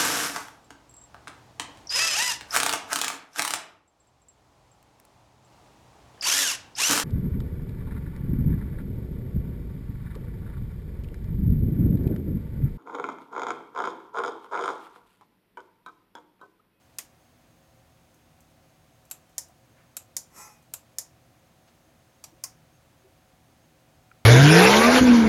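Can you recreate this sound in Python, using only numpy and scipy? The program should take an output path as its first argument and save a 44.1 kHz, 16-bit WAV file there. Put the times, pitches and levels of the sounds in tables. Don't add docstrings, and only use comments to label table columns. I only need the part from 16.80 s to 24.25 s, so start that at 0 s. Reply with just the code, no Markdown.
import sys
import numpy as np
from scipy import signal
from scipy.fft import rfft, irfft, next_fast_len
from scipy.io import wavfile
from scipy.ndimage import uniform_filter1d, map_coordinates

SR = 44100
rng = np.random.default_rng(int(sys.argv[2]) if len(sys.argv) > 2 else 0)


def generate_wav(sig):
    pcm = np.round(np.clip(np.atleast_2d(sig).T, -1, 1) * 32767).astype(np.int16)
    wavfile.write(sys.argv[1], SR, pcm)


N = 328545
TIME = np.arange(N) / SR
HIT = TIME[:SR // 3]

# f/Hz, relative level/dB
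TICK_SPECTRUM = [(3000, -31), (6000, 0), (8300, 1), (10500, -7), (12200, 3), (15000, -14)]


def buttons():
    # t/s, snap energy/dB, treble tilt/dB, button
    presses = [(2.3122, -7, 5, "step"), (3.1681, -6, 2.5, "step"), (3.9379, -5.5, 3.5, "step"),
               (5.4401, -14, 0.5, "exit")]
    # t/s, snap energy/dB, treble tilt/dB, button
    releases = [(0.1858, -5, 3, "menu"), (2.5818, -0.8, 0, "step"), (3.3671, 0, 0, "step"),
                (4.1855, -0.5, 0, "step"), (5.6392, -3, 1, "exit")]
    # f/Hz, width/Hz, relative level/dB
    press_body = [(780, 670, -16.5), (1440, 440, -13.5), (2230, 330, -18.5), (2590, 420, -13),
                  (2900, 240, -19), (3170, 290, -16), (3860, 400, -12), (4510, 330, -10),
                  (5400, 830, -10.5), (6400, 880, -8.5), (6830, 90, -19), (7420, 830, 1.5),
                  (8160, 510, -10), (8800, 790, -9), (9830, 510, -4.5), (10600, 310, -19), (11380, 670, -3),
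                  (12100, 370, -3.5), (12900, 460, -9), (13700, 430, -13), (14180, 620, -15),
                  (14920, 370, -23.5), (15740, 450, -32.5)]
    # f/Hz, width/Hz, relative level/dB
    release_body = [(600, 380, -17.5), (950, 260, -15.5), (1860, 570, -15.5), (2130, 350, -17.5),
                    (2870, 520, -29), (3190, 200, -16), (3630, 210, -26), (3640, 150, -13.5),
                    (5310, 1350, -6.5), (5740, 630, -4), (6960, 1270, -0.5), (7240, 530, -6.5),
                    (8830, 680, -6), (9460, 600, -8), (10250, 750, -6), (11000, 420, -9), (11330, 590, -7),
                    (11880, 940, -12.5), (12860, 980, -13), (13600, 420, -11), (14100, 530, -11.5),
                    (14770, 550, -12)]
    # f/Hz, width/Hz, relative level/dB
    menu_body = [(610, 530, -15.5), (1150, 460, -10), (1390, 290, -16), (1900, 350, -6), (2550, 390, -4.5),
                 (3300, 350, -7.5), (3930, 270, -14), (4350, 830, -9), (4980, 440, -0.5), (5480, 330, -9.0),
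                 (5940, 620, -1), (6860, 1300, 1), (8090, 810, -3.5), (8700, 700, -3), (9750, 540, 1),
                 (10250, 310, -7.5), (11000, 650, -10), (12300, 950, -1.5), (14520, 740, -10),
                 (15110, 640, -12)]
    # f/Hz, width/Hz, relative level/dB
    exit_body = [(650, 430, -9), (1080, 450, -7.5), (2280, 220, -11), (2560, 280, -6), (3450, 490, -13),
                 (4620, 720, -4), (5810, 470, 3), (7170, 780, -2), (7910, 420, -1), (8750, 430, -6),
                 (9410, 490, -8), (10620, 1120, -10.0), (12110, 1770, -8), (15050, 770, -24.5)]
    # f/Hz, width/Hz, relative level/dB
    exit_release_body = [(700, 740, -15.5), (1075, 170, -5), (1500, 400, -13.5), (1900, 420, -16.5),
                         (2400, 580, -13), (3160, 640, -23), (4880, 720, -2), (5630, 700, 3),
                         (6370, 1100, 0.5), (7100, 880, -1), (8700, 1200, -1), (9600, 900, -6),
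                         (11300, 1700, -5.5), (13000, 1600, -12), (15000, 970, -8)]
    # f/Hz, relative level/dB, t60/s
    press_modes = [(6410, -12, 0.21), (6900, -12, .14), (7370, 8, 0.094), (7560, -13, 0.14), (8330, 2, .13),
                   (9900, -1, 0.09), (11250, -12, 0.084), (12700, -13, 0.092)]
    # f/Hz, relative level/dB, t60/s
    release_modes = [(5540, -2, .17), (5560, -4, .17), (6040, -5, 0.21), (6500, 4, 0.077),
                     (6542, -17, 0.13), (6700, 1, 0.14), (7100, -10, .19), (7190, -5, .16), (7200, -3, .14),
                     (8800, -3, 0.27), (9400, 10, 0.091), (9700, -9, 0.14), (11300, -15, 0.13)]

    step_down = clicks(presses, "step", press_body, press_modes,
                       width_s=0.00017, crack_db=-3, board_t60_s=0.032, room_db=-9.5, ring_db=-11.5,
                       knock_db=-12, knock_t60_s=0.028, knock_room_db=-6.5, scrape_db=-25)
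    step_up = clicks(releases, "step", release_body, release_modes,
                     width_s=0.0005, crack_db=0, board_t60_s=0.051, room_db=-7.2, ring_db=-16,
                     knock_db=-18.5, knock_t60_s=0.037, knock_room_db=-5, scrape_db=-33)
    menu_up = clicks(releases, "menu", menu_body, release_modes,
                     width_s=0.0003, crack_db=-3, board_t60_s=0.03, room_db=-7.5, ring_db=-21,
                     knock_db=-9.5, knock_t60_s=0.05, knock_room_db=-6.5, scrape_db=-40)
    exit_down = clicks(presses, "exit", exit_body, press_modes,
                       width_s=0.0003, crack_db=-18, board_t60_s=0.033, room_db=-7.5, ring_db=-21,
                       knock_db=-8.5, knock_t60_s=0.045, knock_room_db=-4.5, scrape_db=-28)
    exit_up = clicks(releases, "exit", exit_release_body, release_modes,
                     width_s=0.00034, crack_db=0, board_t60_s=0.055, room_db=-8.5, ring_db=-19,
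                     knock_db=-15, knock_t60_s=0.033, knock_room_db=-4.5, scrape_db=-22)
    return step_down + step_up + menu_up + exit_down + exit_up


def clicks(rows, button, body, modes, width_s, crack_db, board_t60_s, room_db, ring_db,
           knock_db, knock_t60_s, knock_room_db, scrape_db, change_db=-5):
    out = np.zeros(N)
    shiver = dying(board_t60_s, rise_s=0.00047)
    for t_s, snap_db, tilt_db, name in rows:
        if name != button:
            continue
        shake = packet(shiver + amp(change_db) * dying(board_t60_s, rise_s=0.00031))
        blow = amp(crack_db) * crack(width_s) + shake
        ring = dome_ring(modes, width_s)
        treble = [(2800, -44), (4000, -tilt_db / 2), (7000, -tilt_db / 2), (12500, tilt_db / 2)]
        bass = [(3900, -4), (5000, -49)]
        dome = packet(struck(blow, body, treble, room_db) + amp(ring_db) * ring)
        knock = struck(dying(knock_t60_s, rise_s=0.00033), body, bass, knock_room_db)
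        add(out, t_s - 2 * width_s, amp(snap_db) * (dome + amp(knock_db) * knock))
        scrape = packet(coloured(dying(0.024, rise_s=0.002), lambda hz: along(TICK_SPECTRUM, hz)))
        add(out, t_s - 0.003, amp(snap_db + scrape_db) * scrape)
    return out


def crack(width_s):
    burst = rng.standard_normal(len(HIT))
    window = np.exp(-0.5 * (HIT / width_s - 2) ** 2)
    for _ in range(3):
        phase = np.angle(rfft(burst * window))
        burst = window * irfft(np.exp(1j * phase), len(HIT))
    return packet(burst)


def dome_ring(modes, rise_s):
    ring = np.zeros(len(HIT))
    for hz, db, t60_s in modes:
        decay = amp(db + rng.normal(0, 2) - 60 * HIT / t60_s)
        ring += decay * np.sin(2 * np.pi * (hz * HIT + rng.random()))
    return packet(ring * (1 - np.exp(-HIT / rise_s)))


def struck(blow, modes, slope, room_db):
    def body_db(hz):
        power = sum(amp(db) ** 2 * np.abs(resonance(hz, centre, width) ** 2) ** 2
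                    for centre, width, db in modes)
        return 10 * np.log10(power + 1e-12)

    def direct_db(hz):
        blow_power = np.abs(rfft(blow, 2 * (len(hz) - 1))) ** 2
        smooth_power = np.abs(uniform_filter1d(blow_power, size=240))
        return body_db(hz) - 10 * np.log10(smooth_power + 1e-12) + along(slope, hz)

    def diffuse_db(hz):
        blurred = uniform_filter1d(body_db(hz), size=450)
        return np.where(hz > 1000, blurred, body_db(hz)) + along(slope, hz)

    direct = packet(coloured(blow, direct_db))
    diffuse = packet(coloured(room_tail(), diffuse_db))
    return packet(direct + amp(room_db) * diffuse)


def room_tail(rise_s=0.0012):
    # f/Hz, t60/s
    room = [(400, 0.56), (1500, 0.23), (6000, .2), (10000, 0.16), (16000, 0.16)]
    hz, t, spectrum = signal.stft(rng.standard_normal(len(HIT)), SR, nperseg=256)
    decay = amp(-60 * t / along(room, hz)[:, None])
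    tail = signal.istft(spectrum * decay, SR, nperseg=256)[1][:len(HIT)]
    return packet(tail * (1 - np.exp(-HIT / rise_s)))


def brush(level_db=-48, body_ring_db=-2.5, body_rub_db=-4.0, fizz_ring_db=-1.5, fizz_rub_db=-4.3,
          split_hz=3400, grain_db=1.4):
    # f/Hz, width/Hz, relative level/dB
    metal_low = [(833, 17, -0.5), (850, 18, 3.5), (960, 38, -5), (1030, 52, -1), (1074, 40, -4),
                 (1270, 35, -4), (1346, 26, -1), (1730, 20, -13), (2005, 48, -5), (2160, 25, -10),
                 (2400, 20, -10), (2490, 5, -3), (2610, 11, -10.5)]
    # f/Hz, width/Hz, relative level/dB
    metal_high = [(4120, 22, -17), (4930, 32, -8), (5160, 31, -18), (5480, 29, -0.5), (6100, 31, -8),
                  (6020, 91, 0), (6300, 29, -11), (6510, 23, -9), (6670, 31, -7), (7010, 72, -4),
                  (7300, 70, -9), (7410, 15, -17), (7920, 47, -3), (8100, 29, -6), (8500, 26, -17),
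                  (9260, 36, -8), (9750, 37, -16), (10300, 47, -15), (10500, 35, -11), (10600, 34, -10),
                  (10800, 28, -14), (11200, 26, -16), (11600, 86, -4.5), (12400, 72, -14), (13100, 74, -9),
                  (13900, 50, -13)]
    # f/Hz, relative level/dB
    friction = [(120, -22), (250, -7), (600, -9), (760, -8), (880, -3), (1150, -5.5), (1350, -3),
                (1520, -15), (1950, -7), (2500, -14), (3150, -26), (4600, -24), (5400, -16), (6230, -12),
                (10000, -19), (13400, -19), (16000, -34)]
    start_s, attack_s, hold_s, release_s = 3.49, 0.089, 0.082, 0.15
    sag_db, depth_db = 4, 25.5
    fizz_db, fizz_growth = 1, 1.28

    t = TIME[:SR // 2]
    corners_s = np.cumsum([0, attack_s, hold_s, release_s])
    contact = np.clip((corners_s[-1] - t) / 0.02, 0, 1)
    pressure_db = np.interp(t, corners_s, [-depth_db, 0, -sag_db, -depth_db])
    push = contact * amp(pressure_db)
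    scrape = contact * amp(fizz_db + fizz_growth * pressure_db)

    noise = filtered(rng.standard_normal(len(t)), lambda hz: amp(along(friction, hz)))
    rub = amp(grain_db * wobble(121, len(t))) * noise
    low_rub = filtered(rub, lambda hz: hz < split_hz)
    high_rub = rub - low_rub
    body = amp(body_ring_db) * singing(metal_low, push) + amp(body_rub_db) * push * unit(low_rub)
    fizz = amp(fizz_ring_db) * singing(metal_high, scrape) + amp(fizz_rub_db) * scrape * unit(high_rub)
    out = np.zeros(N)
    add(out, start_s, amp(level_db) * (body + fizz) * signal.windows.tukey(len(t), 0.1))
    return out


def singing(modes, drive):
    out = np.zeros(len(drive))
    for hz, width_hz, db in modes:
        keep = np.exp(-np.pi * abs(width_hz) / SR)
        force = drive * amp(db + 4.1 * wobble(43.7, len(drive)))
        swing = signal.lfilter([1 - keep], [1, -keep], force)
        pitch_hz = hz + width_hz / 3 * wobble(82, len(drive))
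        out += swing * np.sin(2 * np.pi * np.cumsum(pitch_hz) / SR)
    return np.linalg.norm(drive) * packet(out)


def handling():
    return ticks() + bumps()


def ticks(gain_db=11, room_db=-2):
    # t/s, level/dB before gain_db
    clear_ticks = [(1.343, -51), (1.6047, -46.5), (2.2523, -48), (2.3005, -45), (2.4947, -52), (2.685, -49)]
    out = np.zeros(N)
    for t_s, db in [*clear_ticks, *faint_ticks(count=5)]:
        touch = dying(0.021, rise_s=0.0005) + amp(room_db) * room_tail()
        tick = packet(coloured(touch, lambda hz: along(TICK_SPECTRUM, hz)))
        add(out, t_s, amp(db + gain_db) * tick)
    return out


def faint_ticks(count):
    return [(rng.uniform(1.0, 4.5), rng.normal(-57, 1.5)) for _ in range(count)]


def bumps():
    # t/s, level/dB, f/Hz, Gaussian width/octaves, rise/s, t60/s
    hand_bumps = [(2.69, -53, 700, 0.14, 0.0089, 0.12), (2.964, -56.5, 1570, .6, .02, 0.29),
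                  (4.875, -58.5, 1800, 1.25, .004, 0.14), (5.52, -51.5, 345, 0.24, 0.01, 0.15),
                  (6.24, -47.5, 382, 0.055, 0.015, 0.13)]
    out = np.zeros(N)
    for t_s, db, centre_hz, octaves, rise_s, t60_s in hand_bumps:
        band = filtered(rng.standard_normal(len(HIT)),
                        lambda hz: np.exp(-0.5 * (np.log2((hz + 1) / centre_hz) / octaves) ** 2))
        swell = amp(-60 * HIT / t60_s) * (1 - np.exp(-HIT / rise_s))
        add(out, t_s, amp(db) * np.linalg.norm(swell) * packet(band * swell))
    return out


def tap(t60_s=0.018, room_db=-12):
    # t/s, energy/dB
    taps = [(7.314, -25.5)]
    # f/Hz, relative level/dB
    tap_spectrum = [(400, -22), (700, -20), (1100, -2), (1350, 9.5), (1700, -7), (2200, -4), (2700, -10),
                    (3500, -28), (6000, -42)]
    out = np.zeros(N)
    for t_s, db in taps:
        blow = crack(0.0002) + dying(t60_s, rise_s=0.00045) + amp(room_db) * room_tail()
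        add(out, t_s, amp(db) * packet(coloured(blow, lambda hz: along(tap_spectrum, hz))))
    return out


def background(hiss_db=-62.5, bands_db=-69, hum_db=-1, drift_cycles=0.48):
    # f/Hz, relative level/dB
    quiet = [(20, -42), (30, -15), (45, -3), (80, -7), (111, -1.5), (163, -2.5), (191, -8), (240, -5.5),
             (377, -11), (456, -14), (560, -12), (764, -11.5), (1060, -14), (5110, -23.5), (16400, -29.5)]
    # f/Hz, width/Hz, level/dB before bands_db
    air_modes = [(80.6, 17, -3.5), (157.7, 11.7, -4), (310, 61, -6.5), (534.8, 55, -4.5), (658.6, 65, -7),
                 (6453, 35, -13.5)]
    # f/Hz, level/dB before hum_db
    hum_partials = [(118.4, -71), (236.9, -75), (672.9, -81.5), (748.3, -74), (2498, -89.5)]
    hiss = unit(filtered(rng.standard_normal(N), lambda hz: amp(along(quiet, hz))))
    bands = np.zeros(N)
    for centre_hz, width_hz, db in air_modes:
        band = filtered(rng.standard_normal(N), lambda hz: resonance(hz, centre_hz, width_hz) ** 2)
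        bands += amp(db) * unit(band)
    hum = np.zeros(N)
    for hz, db in hum_partials:
        tone = np.sin(2 * np.pi * (hz * TIME + drift_cycles * wobble(4)))
        hum += amp(db + 1.7 * wobble(3.13)) * unit(tone)
    return amp(hiss_db) * hiss + amp(bands_db) * bands + amp(hum_db) * hum


def amp(db):
    return 10 ** (np.asarray(db) / 20)


def unit(x):
    return x / np.sqrt(np.mean(x ** 2) + 1e-20)


def packet(x):
    return x / (np.linalg.norm(x) + 1e-20)


def along(points, hz):
    f, v = np.transpose(points)
    return np.interp(np.log(hz + 1), np.log(f + 1), v)


def filtered(x, response):
    m = next_fast_len(len(x) + 8192)
    return irfft(rfft(x, m) * response(np.fft.rfftfreq(m, 1 / SR)), m)[:len(x)]


def coloured(x, level_db):
    def response(hz):
        cepstrum = irfft(np.log(np.maximum(amp(level_db(hz)), 1e-4)))
        half = len(cepstrum) // 2
        cepstrum[1:half] *= 2
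        cepstrum[half + 1:] = 0
        return np.exp(rfft(cepstrum))
    return filtered(x, response)


def resonance(hz, centre_hz, width_hz):
    damping = 1j * hz * width_hz
    return damping / (centre_hz * centre_hz - hz * hz + damping)


def wobble(rate_hz, size=N):
    knots = rng.standard_normal(int(size * rate_hz / SR) + 4)
    return map_coordinates(knots, [TIME[:size] * rate_hz])


def dying(t60_s, rise_s):
    envelope = amp(-60 * HIT / t60_s) * (1 - np.exp(-HIT / rise_s))
    return packet(rng.standard_normal(len(HIT)) * envelope)


def add(track, t_s, sound):
    start = round(t_s * SR)
    track[start:start + len(sound)] += sound[:N - start]


def scene():
    return (buttons() + brush() + handling() + tap() + background())[None]


def record(dry, top_hz=16500):
    return np.array([filtered(channel, lambda hz: hz < top_hz) for channel in dry])


dry = scene()
out = record(dry)
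generate_wav(out)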